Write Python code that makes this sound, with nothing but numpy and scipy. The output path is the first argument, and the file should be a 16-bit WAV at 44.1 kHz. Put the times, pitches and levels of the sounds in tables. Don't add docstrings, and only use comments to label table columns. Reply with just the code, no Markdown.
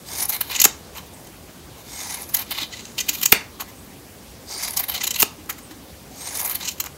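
import sys
import numpy as np
from scipy import signal
from scipy.io import wavfile

SR = 44100
rng = np.random.default_rng(int(sys.argv[2]) if len(sys.argv) > 2 else 0)


def rack_gain(trim_db):
    fader = np.asarray(trim_db, float)
    return 10 ** (fader / 20)


def pcm_store(signal):
    levels = np.round(np.clip(np.atleast_2d(signal), -1, 1) * 32767)
    wavfile.write(sys.argv[1], SR, levels.astype(np.int16).T)


N = 307377


def rms_one(x):
    return x / np.sqrt(np.mean(x ** 2) + 1e-20)


def band_pass(x, low_hz, high_hz, order=2):
    return signal.sosfilt(signal.butter(order, [low_hz, high_hz], "band", fs=SR, output="sos"), x)


def high_pass(x, hz, order):
    return signal.sosfilt(signal.butter(order, hz, "high", fs=SR, output="sos"), x)


def drift(rate_hz):
    r = np.exp(-80 * np.pi * rate_hz / SR)
    slow = signal.lfilter([1], [1, -2 * r, r * r], rng.standard_normal(N // 40 + 2002))[2000:]
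    return np.interp(np.arange(N) / 40, np.arange(len(slow)), rms_one(slow))


def in_time(tables, column, rest):
    out, t = np.full(N, float(rest)), np.arange(N) / SR
    for rows in tables:
        rows = np.array(rows)
        inside = (t >= rows[0, 0]) & (t <= rows[-1, 0])
        out[inside] = np.interp(t[inside], rows[:, 0], rows[:, column])
    return out


def laid_out(shape, events):
    return [[(s + share * length_s, hz, db + level_db, *rest) for share, hz, db, *rest in shape]
            for s, length_s, level_db in events]


def burst_power(events, level_db, rise, fall, corner):
    out, steps = np.zeros(N + 6000), np.arange(-3000, 3000)
    for (s, ms, *_), db in zip(events, level_db):
        width = np.where(steps < 0, rise, fall) * max(ms, 2) * SR / 1000
        out[round(s * SR) + steps + 3000] += rack_gain(2 * db) * np.exp(-np.abs(steps / width) ** corner)
    return out[3000:-3000]


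# frequency in Hz, level in dB.
ROOM_TONE = [(22, -44), (64, 1.5), (123, -5.5), (229, -4.5), (870, -14.5), (1400, -19.5), (4740, -22.5),
             (16000, -26)]
ROOM_TONE_DB = -42
SMOOTH_ABOVE_HZ = 9900


def room_tone(patchy_db=2.0):
    out, edges_hz, points = 0, 18 * 2 ** np.arange(0, 10.1, .5), np.array(ROOM_TONE)
    white = rng.standard_normal((2, N))
    for k, (low, high) in enumerate(zip(edges_hz, edges_hz[1:])):
        level_db = np.interp(np.log(low * high) / 2, np.log(points[:, 0]), points[:, 1])
        flicker_db = patchy_db / (1 + low / SMOOTH_ABOVE_HZ) * drift(12.0)
        out = out + rack_gain(level_db + flicker_db) * band_pass(white[k % 2], low, high)
    return rack_gain(ROOM_TONE_DB) * rms_one(out)


# frequency in Hz, t60 in s.
ROOM_T60 = [(300, 0.28), (1200, 0.35), (3000, 0.23), (4800, 0.28), (7000, 0.23), (14000, 0.089)]
ROOM_DB, FIRST_ECHO_S = -14, 0.0022


def room(x):
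    t, points = np.arange(SR // 2) / SR, np.array(ROOM_T60)
    edges_hz, answer = 150 * 2 ** np.arange(0, 7.1, .5), 0
    for low, high in zip(edges_hz, edges_hz[1:]):
        t60_s = np.interp(np.log(low * high) / 2, np.log(points[:, 0]), points[:, 1])
        answer = answer + band_pass(rng.standard_normal(len(t)), low, high) * rack_gain(-60 * t / t60_s)
    answer = answer * np.clip(t / FIRST_ECHO_S, 0, 1) ** 2
    return signal.fftconvolve(x, answer / np.sqrt(np.sum(answer ** 2)))[:N]


# time in seconds, level in dB, pitch in Hz.
NUDGES = [(2.615, -37, 315), (3.095, -35, 300), (5.384, -36, 308), (5.597, -39, 272), (5.711, -33, 316),
          (5.809, -36.5, 262)]
NUDGE_RISE_S, NUDGE_T60_S = 0.0014, 0.15


def bucket():
    out, t = np.zeros(N + SR), np.arange(SR // 4) / SR
    for s, db, hz in NUDGES:
        envelope = rack_gain(db - 60 * t / NUDGE_T60_S) * (1 - np.exp(-t / NUDGE_RISE_S))
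        out[round(s * SR) + np.arange(len(t))] += envelope * np.sin(2 * np.pi * hz * t)
    return out[:N]


# time in seconds, length in ms, low band in dB, high band in dB, tip squeak in dB.
SNAPS = [
    (0.6516, 4.1, -16, -10, -14),
    (3.3207, 4.9, -19, -4, -1),
    (3.324, 5.8, -8, -4, -11),
    (5.227, 6.2, -17.5, -8.5, -18),
]
# lower edge in Hz, upper edge in Hz.
SNAP_BANDS_HZ = [(2000, 4500), (6000, 17800), (13400, 14700)]


def snaps():
    out = 0
    for band_hz, level_db in zip(SNAP_BANDS_HZ, np.transpose(SNAPS)[2:]):
        band = rms_one(band_pass(rng.standard_normal(N), *band_hz))
        out = out + band * np.sqrt(burst_power(SNAPS, level_db, rise=0.071, fall=0.42, corner=1.16))
    return out


# time in seconds, blow in dB, thud share in dB.
CLACKS = [
    (0.6538, 2, -3.5),
    (3.3251, 12.5, -9.5),
    (5.228, 0, -2.5),
]
# frequency in Hz, level in dB, t60 in s.
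CRACK = [(7700, -14, 0.003), (6800, -10, .004), (6080, -6, 0.005), (5130, -11, 0.003), (4400, -5, 0.003),
         (3500, -9, .004), (3050, -7, 0.006), (2750, -4, 0.009), (2430, -7, .011), (2200, -13, .013),
         (2010, -12, .009)]
# frequency in Hz, level in dB, t60 in s.
THUD = [(1720, -11, 0.0054), (1290, -2.5, 0.021), (864, -7, 0.023), (730, -4, 0.016), (407.5, -4, 0.021),
        (300, -9.5, 0.017), (222, -21, 0.013), (139, -23, 0.043)]
CRACK_DB = -1
BUILD_UP_CYCLES = 1.19


def handles():
    out, rattle = np.zeros(N), np.arange(130)
    for modes, thud in ((CRACK, 0), (THUD, 1)):
        for k, (hz, db, t60_s) in enumerate(modes):
            clicks = np.full(N, 1e-18)
            sign_gain = (-1) ** k if thud else -rack_gain(CRACK_DB)
            for s, blow_db, thud_db in CLACKS:
                bounces = rng.standard_normal(len(rattle)) * np.exp(-rattle / 40)
                contacts = (rattle == 0) + 0.36 * (1 - thud) * bounces
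                start = round((s + thud * BUILD_UP_CYCLES / hz) * SR)
                clicks[start + rattle] = rack_gain(blow_db + thud * thud_db + db - 9.5) * contacts * sign_gain
            r, w = rack_gain(-60 / (t60_s * SR)), 2 * np.pi * hz / SR
            out += signal.lfilter([0, np.sin(w)], [1, -2 * r * np.cos(w), r * r], clicks)
    return high_pass(out, 90, 2)


# seconds at the pivot, half way, at the tips.
STROKES = [
    (0.05, 0.46, 0.66),
    (1.86, 2.47, 3.3),
    (4.46, 4.93, 5.23),
    (6.12, 6.58, 6.73),
]


def place_at(s):
    return np.interp(s, np.ravel(STROKES), np.tile([-.5, 0, .5], len(STROKES)))


# time in seconds, level in dB.
GRIND = [
    [(.03, -61), (.09, -40), (.25, -40), (.28, -57), (.35, -52), (.40, -51), (.47, -45), (.53, -38),
     (.63, -40)],
    [(1.84, -54.5), (1.93, -40.5), (2.0, -36.5), (2.22, -43.5), (2.26, -60), (2.33, -50.5), (2.41, -35),
     (2.45, -61)],
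    [(2.46, -52.5), (2.63, -32), (2.68, -60), (2.76, -44.5), (2.81, -55), (2.92, -56)],
    [(2.93, -61), (3.04, -50), (3.2, -42.5), (3.29, -53), (3.33, -37)],
    [(4.44, -65), (4.5, -40.5), (4.68, -35.5), (4.73, -51.5), (4.82, -45), (4.87, -60), (4.96, -39),
     (5.09, -65), (5.22, -33)],
    [(6.1, -56), (6.2, -43.5), (6.4, -39), (6.52, -42), (6.55, -42), (6.585, -53)],
    [(6.59, -45), (6.61, -33), (6.64, -40), (6.69, -44), (6.72, -52), (6.75, -62), (6.91, -77)],
]
# handle in dB, bending in dB, edge in dB, top in dB, flank mode in the grind in dB.
GRIP = [(-0.6, -0.4, -2.9, 2.5, -4), (-1.5, -1, -1.5, 0, -8), (-0.5, 0, -0.3, -2.5, 3.5),
        (-2, -1.8, -0.6, -0.5, 1), (-0.5, -0.9, -1.5, -0.3, 2), (-2, -2.5, -1.5, 1, -8),
        (0, 0.3, -1, -2, -7)]


def grip(column):
    held = [[(push[0][0], load[column]), (push[-1][0], load[column])] for push, load in zip(GRIND, GRIP)]
    return in_time(held, column=1, rest=0)


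def fibres(per_s, spread_db):
    sizes = rack_gain(spread_db * np.minimum(rng.exponential(1, N), 5)) * rng.choice([-1, 1], N)
    return rms_one(sizes * (rng.random(N) < per_s / SR) + 1e-9)


def resonate(x, hz, width_hz):
    r = np.exp(-np.pi * width_hz / SR)
    top = np.array([1, 0, -1]) * (1 - r * r) / 2
    return signal.lfilter(top, [1, -2 * r * np.cos(2 * np.pi * hz / SR), r * r], x)


def mode_group(force, modes, wander_db):
    place = place_at(np.arange(N) / SR)
    out, power = 0, 0
    for hz, width_hz, db, travel_db in modes:
        gain = rack_gain(db + travel_db * place)
        struck = force * rng.choice([-1, 1], N) * gain * rack_gain(wander_db * drift(35.0))
        out = out + resonate(resonate(struck, hz, width_hz), hz, 2 * width_hz)
        power = power + gain ** 2 * np.pi * width_hz / SR
    return out / np.sqrt(power)


SHARPNESS_SHARE = (0.42, 0.79, 0.97)


def group_power(events, colour_db, group, **shape):
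    rows = np.array(events)
    handle, edge, top = [db + share * rows[:, 3] for db, share in zip(colour_db, SHARPNESS_SHARE)]
    return burst_power(events, rows[:, 2] + [handle, 0, edge, top][group], **shape)


# time in seconds, length in ms,
# bending modes in dB, # sharpness in dB, sideways load on the edge modes in dB.
FIRST_CUT = [(.136, 52, -43.5, 11.5, 7.5), (.192, 56, -37.5, 4.5, 2.5), (.206, 9, -42, -2, 5),
             (.228, 21, -37, 6.5, 3.5), (.255, 7, -40.5, 5.5, -1), (.298, 18, -33.5, 2.5, -2),
             (.333, 25, -33.5, -4, 1), (.349, 17, -30.5, -7.5, -8), (.365, 10, -35, -7, -1),
             (.413, 10.2, -24, 0, 1), (.502, 7.1, -28.5, 8, -14), (.514, 12, -26.5, 9, -4),
             (.529, 13, -26.5, -3, -7), (.551, 10, -23.5, 0, -3), (.563, 7.7, -21.5, -1, 3.5),
             (.584, 2.5, -30, -10, -8), (.593, 5.4, -21, -15, 2), (.602, 6.6, -23, 0, 15),
             (.608, 4.5, -29, -2, 8), (.618, 4.6, -16.5, 3.5, 10), (.623, 6.9, -21, -16, 6),
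             (.643, 6.1, -16.5, 0.5, 1.5), (.648, 5, -25, 3, -1), (.651, 8.4, -18, 2.5, 0.5)]
# [s, ms, dB, dB, dB].
SECOND_CUT = [(2.012, 17, -40, 3, 8), (2.106, 26.0, -42.5, 0, 5), (2.124, 11, -35.5, -6, 3),
              (2.147, 14, -35, -5.5, 1.5), (2.221, 36, -44.5, -2.5, 2.5), (2.299, 22, -48, -0.5, 1),
              (2.347, 11.5, -26.5, 2.5, 0.5), (2.37, 9.7, -37, 4, 7), (2.394, 9, -29, 1, 0),
              (2.42, 11, -30.5, -5, 6), (2.51, 7.9, -28, 9, -4), (2.52, 16, -23.5, 3.5, -11),
              (2.554, 16.0, -35, 5, -10), (2.586, 17, -26.5, 5, -15), (2.604, 25, -28, -4, -4),
              (2.636, 10, -30, -12, 0)]
# [s, ms, dB, dB, dB].
SECOND_FINISH = [(2.736, 26, -33.5, -6, 9), (2.772, 8, -38, -9, 1.5), (2.795, 18, -36, -13, 6),
                 (2.808, 2.7, -35, -13, 14), (2.854, 3.1, -36, -7, 12.5), (2.87, 20, -51, -7, 10),
                 (2.983, 6.7, -24, -6, -3), (2.989, 9.5, -18, -6.5, -1), (3.007, 13.5, -26.5, 0.5, 2),
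                 (3.068, 4, -40, -1, -7), (3.087, 8.2, -23.5, -6, -6), (3.094, 12, -19, -2, 4),
                 (3.137, 12.0, -32, -1, 1), (3.152, 14, -28, -7, 3), (3.186, 6.0, -39, 3, -7),
                 (3.215, 6, -26, -3, -8), (3.234, 12.7, -23, -3, -1.5), (3.259, 6.8, -19.5, -2, 3)]
# [s, ms, dB, dB, dB].
THIRD_CUT = [(4.637, 35, -36, 3, 4), (4.684, 15, -47, 8, -5), (4.708, 6.3, -38.5, 3.5, 0),
             (4.738, 13, -41, 2.5, -1), (4.774, 12.7, -32.5, 6, 1), (4.8, 20, -34, 0.5, -4),
             (4.84, 17, -33, -4, -13), (4.887, 7.2, -26, -1.5, -3), (4.898, 12, -26, -2, -1),
             (4.92, 14, -33, 2, -5), (4.949, 16.0, -24, 2, 8), (4.964, 12, -29, 1, 11),
             (4.979, 15, -28.5, 1, 5), (5.015, 15, -25.5, -1, 9.5), (5.04, 13, -23.5, 12, -2),
             (5.055, 7.2, -31.5, 7, -3), (5.071, 4.7, -25, 11, -4), (5.076, 10, -26.5, 14, -6),
             (5.108, 3.1, -22.5, 5, -1), (5.112, 8.9, -27, 1.5, 3.5), (5.144, 8.7, -25, -5.5, 5),
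             (5.161, 10.3, -23.5, -8.5, 3.5), (5.192, 15, -29.5, -3, -9), (5.203, 5.9, -16, -2, -3.5),
             (5.212, 4.8, -25, 2, 1), (5.222, 4.5, -22, 4, -2)]
# [s, ms, dB, dB, dB].
FOURTH_CUT = [(6.27, 88, -39, -11, 10), (6.353, 24, -38.5, -5.5, 5), (6.373, 11, -44.5, 4, 1),
              (6.398, 24, -36.5, -3, 6), (6.415, 7.2, -47, 1, 4), (6.431, 7.6, -43, 3, -1.5),
              (6.447, 6, -46, 2, -1.5), (6.456, 20, -43, 5, 5), (6.478, 7.7, -45, 5, -1),
              (6.498, 15, -34, -0.5, 1), (6.512, 25, -31.5, 0.5, -3), (6.554, 14.5, -28, 2.5, 0),
              (6.612, 9, -38, 1.5, -1.5), (6.63, 14, -34.5, 7, 2), (6.655, 14, -30, 8.5, -5),
              (6.678, 12, -31, -8, 6.5), (6.689, 15, -31.5, -1, 7.5), (6.716, 18, -41, -1, 2)]
# place (-.5 pivot to .5 tips), handle in dB, edge in dB, top in dB.
TUFT_COLOUR = [(-0.4, -1.5, -6, -11), (-0.25, 1.5, 8, 8), (-0.12, 1.9, 5.5, 13.5), (0.0, -7.5, -15, 2.5),
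               (0.12, -7.5, -11, -13), (0.27, -15, 4, -6.5), (0.4, -13, -2, 6.5), (0.5, -2, 10, 10.5)]


def tufts():
    events = FIRST_CUT + SECOND_CUT + SECOND_FINISH + THIRD_CUT + FOURTH_CUT
    law = np.transpose(TUFT_COLOUR)
    colour_db = [np.interp(place_at(np.transpose(events)[0]), law[0], share) for share in law[1:]]
    colour_db[1] = colour_db[1] + np.transpose(events)[4]
    return events, colour_db


# time in seconds, length in ms, bending modes in dB,
# sharpness in dB, handle modes in dB.
RUBS = [(.934, 4.6, -59, 4, -6), (.968, 53, -45.5, -2, 5.5), (0.983, 12, -37.5, -6.5, 2),
        (1.065, 24, -70, 15, -2), (1.137, 16, -64, 11, -7), (1.247, 6, -57, 8, -9),
        (1.271, 8.8, -47.5, 2, -12), (3.607, 27, -37, -5, 4), (3.62, 12, -44.5, 1, 7.5),
        (3.69, 32, -63, 12, 10.5), (5.44, 13, -69, 11, -10), (5.46, 4.5, -55, 8, -6),
        (5.501, 20, -40, 7.5, 6.5), (5.527, 2.1, -44.5, 9, -3), (5.586, 19, -60, 13, 11.5),
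        (5.713, 18, -46.5, -2, 3), (1.79, 73, -55, 2, -4), (6.783, 12, -43.5, 0, -13),
        (6.804, 10.6, -29.5, 6, -10), (6.84, 2.3, -40, 12, 2), (6.851, 15, -48, 5, 5),
        (6.862, 8.9, -35.5, 0, -3), (6.869, 2.8, -32.5, -9, 7)]
# handle, edge, top in dB.
RUB_COLOUR_DB = (-1.5, 3, 4)


def rub_colour():
    return [RUB_COLOUR_DB[0] + np.transpose(RUBS)[4], *RUB_COLOUR_DB[1:]]


# time in seconds, length in ms, bending modes in dB, sharpness in dB.
TIPS = [(0.964, 4, -38, -8), (.972, 2.7, -44, 10), (3.096, 2.2, -24, 5), (3.2595, 2.2, -23, 8),
        (3.607, 5.1, -28.5, -1), (3.611, 3.5, -31.5, 4), (4.772, 2.2, -27, 8), (5.205, 2.2, -22, 6),
        (5.4985, 2, -27, -3), (5.5015, 3, -28, -1), (2.4245, 2, -30, -8), (2.3685, 2.5, -30, 0),
        (3.762, 3, -56, 6), (3.847, 3, -57, 6), (5.698, 3, -54, 2), (6.414, 2.2, -38, 6),
        (6.805, 2.2, -33, 4)]
# handle, edge, top in dB.
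TICK_COLOUR_DB = (-8, -3, 7)


def bursts_on(group):
    power = group_power(*tufts(), group=group, rise=0.33, fall=0.32, corner=1.62)
    power = power + group_power(RUBS, rub_colour(), group=group, rise=0.29, fall=0.41, corner=2.4)
    return power + group_power(TIPS, TICK_COLOUR_DB, group=group, rise=.07, fall=.45, corner=1.3)


# frequency in Hz, width in Hz, level in dB, gain from pivot to tips in dB.
HANDLE = [(807, 370, 5.5, -9), (1070, 400, 3, 9.5), (1670, 160, 2.5, -3), (2117, 540, 6, -0.5)]
# [Hz, Hz, dB, dB].
BENDING = [(2630, 590, 0, 11.5), (3016, 270, 6, 3), (3600, 230, 7, -15), (3980, 330, 9.5, -8),
           (4540, 940, 0.5, -5)]
# [Hz, Hz, dB, dB].
EDGE = [(5400, 2400, -3, -7), (6150, 460, -1, -1), (6780, 300, -2, 7), (7250, 540, -4, 5),
        (7900, 860, -7.5, 2)]
# [Hz, Hz, dB, dB].
TOP = [(10200, 2100, 2.5, -8.5), (11370, 610, -1.5, 7), (12520, 1070, 8.5, -7), (13200, 1200, 2.5, 8),
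       (14700, 4000, 4, 1), (14400, 900, -6, 6)]
# [Hz, Hz, dB, dB].
FLANK = [(4840, 520, 1.4, -29), (3800, 900, 5.8, 19)]
# [Hz, Hz, dB, dB].
STEEL = [(2007, 34, 0.5, 4), (2189, 45, -2, -22), (2428, 57, -2, 10), (2743, 77, -1, 14),
         (3082, 87, 3.5, 2), (3970, 130, -5, 2), (4320, 130, -0.5, -1), (5520, 52, -3, 0.1),
         (6300, 47, 2, -6), (6670, 100, 4, 4.5), (6750, 110, 3.5, 9), (7210, 106, 0, 9),
         (7770, 64, -9, -13)]
# place (-.5 pivot to .5 tips), handle in dB, bending in dB, edge in dB, top in dB.
GRIND_COLOUR = [(-.5, -5.5, -2.5, 1.5, -2.5), (-.3, 1.7, -9.5, 3, -3), (-.1, 5.5, -2, -6.5, 6.5),
                (.1, -5, -3.5, -4.5, -3), (.25, 3.5, -2, 6, -9), (.5, -11, -14, -5, 10)]
STEEL_DB = -5.5


def ringing_steel(force):
    out, grind_db = 0, in_time(GRIND, column=1, rest=-95)
    place, colour = place_at(np.arange(N) / SR), np.transpose(GRIND_COLOUR)
    for k, modes in enumerate([HANDLE, BENDING, EDGE, TOP]):
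        group_grind_db = grind_db + np.interp(place, colour[0], colour[k + 1])
        envelope = np.sqrt(rack_gain(2 * group_grind_db) + bursts_on(k))
        drive = force * envelope * rack_gain(grip(k))
        out = out + mode_group(drive, modes, wander_db=2.2)
        if k in (1, 2):
            band = [(hz, max(width_hz, 75), *gains) for hz, width_hz, *gains in STEEL
                    if (hz > 5000) == (k == 2)]
            out = out + rack_gain(STEEL_DB) * mode_group(drive, band, wander_db=4.0)
    return out + mode_group(force * rack_gain(grind_db + grip(column=4)), FLANK, wander_db=2.2)


# frequency in Hz, width in Hz, level in dB, gain from pivot to tips in dB.
PIVOT = [(1010, 570, 7, 0.1), (2980, 720, -7, 0.1)]
PIVOT_DB = -0.5


def loose_pivot(force):
    power = group_power(RUBS, rub_colour(), group=0, rise=0.38, fall=0.46, corner=2.4)
    return rack_gain(PIVOT_DB) * mode_group(force * np.sqrt(power), PIVOT, wander_db=3.0)


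def crackle(force):
    level_db, low_hz, high_hz = -5.5, 865, 8200
    power = group_power(*tufts(), group=1, rise=0.22, fall=0.31, corner=0.73)
    contacts = [rub[:4] for rub in RUBS] + TIPS
    power = power + group_power(contacts, RUB_COLOUR_DB, group=1, rise=0.083, fall=1.0, corner=2.1)
    return rack_gain(level_db) * band_pass(force * np.sqrt(power), low_hz, high_hz, order=1)


def gliding_mode(force, hz):
    phase = np.exp(2j * np.pi * np.cumsum(hz) / SR)
    broad = np.clip((hz - 8600) / 1000, 0, 1)
    out = 0
    for share, width_hz in ((1 - broad, 290), (broad, 850)):
        low = signal.butter(2, width_hz / 2, fs=SR)
        band = signal.lfilter(*low, np.sqrt(share) * force * np.conj(phase))
        out = out + band / np.sqrt(np.pi * width_hz / SR)
    return 2 * np.real(out * phase)


# share of the climb time, pitch in Hz, grind in dB, share of the slips in dB.
CROSSING = [(0, 7950, -12, -16), (.1, 8240, -3, -12), (.35, 8560, 3.5, -4), (.62, 9500, 0, 7),
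            (1, 10030, -1, 6.5), (1.9, 10600, -11, -28)]
# start in seconds, climb time in s, grind in dB.
CLIMBS = [(.035, 0.21, -46.5), (1.88, 0.31, -43.5), (4.47, 0.22, -41), (6.16, 0.25, -40.5)]
# share of the length, pitch in Hz, grind in dB.
OPENING = [(0, 9200, -6), (.5, 8350, -2.5), (1, 7800, -11)]
# start in seconds, length in s, grind in dB.
OPENS = [(1.133, 0.03, -39.5), (3.749, .06, -46), (5.63, 0.046, -41.5)]
UPPER_STRETCH, UPPER_DB, RESTING_HZ = 1.8, 0, 8200
TOP_STRAND, TOP_STRAND_DB = 1.26, -8.5
GLIDE_FLICKER_DB = 2.8


def crossing_mode(force):
    climbs = laid_out(CROSSING, CLIMBS)
    glide = climbs + laid_out(OPENING, OPENS)
    slips = np.sqrt(bursts_on(group=3)) * rack_gain(in_time(climbs, column=3, rest=-90))
    envelope = np.sqrt(rack_gain(2 * in_time(glide, column=2, rest=-84)) + slips ** 2)
    envelope = envelope * rack_gain(GLIDE_FLICKER_DB * (drift(60) - .5))
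    hz = 50 * drift(60) + in_time(glide, column=1, rest=9000)
    upper = rack_gain(UPPER_DB + in_time(climbs, column=2, rest=-88)) * np.clip((hz - 8700) / 700, 0, 1)
    upper_hz = RESTING_HZ + UPPER_STRETCH * (hz - RESTING_HZ)
    out = gliding_mode(force * envelope, hz) + gliding_mode(force * upper, upper_hz)
    return out + gliding_mode(force * rack_gain(TOP_STRAND_DB) * slips, TOP_STRAND * hz)


def blades():
    force = rms_one(fibres(per_s=9000, spread_db=2.2) + .6 * rng.standard_normal(N)) * rack_gain(1.6 * drift(110))
    return ringing_steel(force) + loose_pivot(force) + crackle(force) + crossing_mode(force)


def scene():
    shears = blades() + handles() + snaps() + bucket()
    return (shears + rack_gain(ROOM_DB) * room(shears) + room_tone())[None]


def band_limit(x):
    return signal.sosfilt(signal.butter(12, 16190, fs=SR, output="sos"), x)


def record(dry):
    cutoff_hz = 15760
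    picked_up = high_pass(dry, 20, 1)
    picked_up = signal.sosfilt(signal.ellip(12, .5, 70, cutoff_hz, fs=SR, output="sos"), picked_up)
    overloaded = np.clip(picked_up, -1.03, 1.03)
    mix = signal.lfilter(*signal.butter(1, 8, "high", fs=SR), overloaded).clip(-1, 1)
    return band_limit(mix)


dry = scene()
out = record(dry)
pcm_store(out)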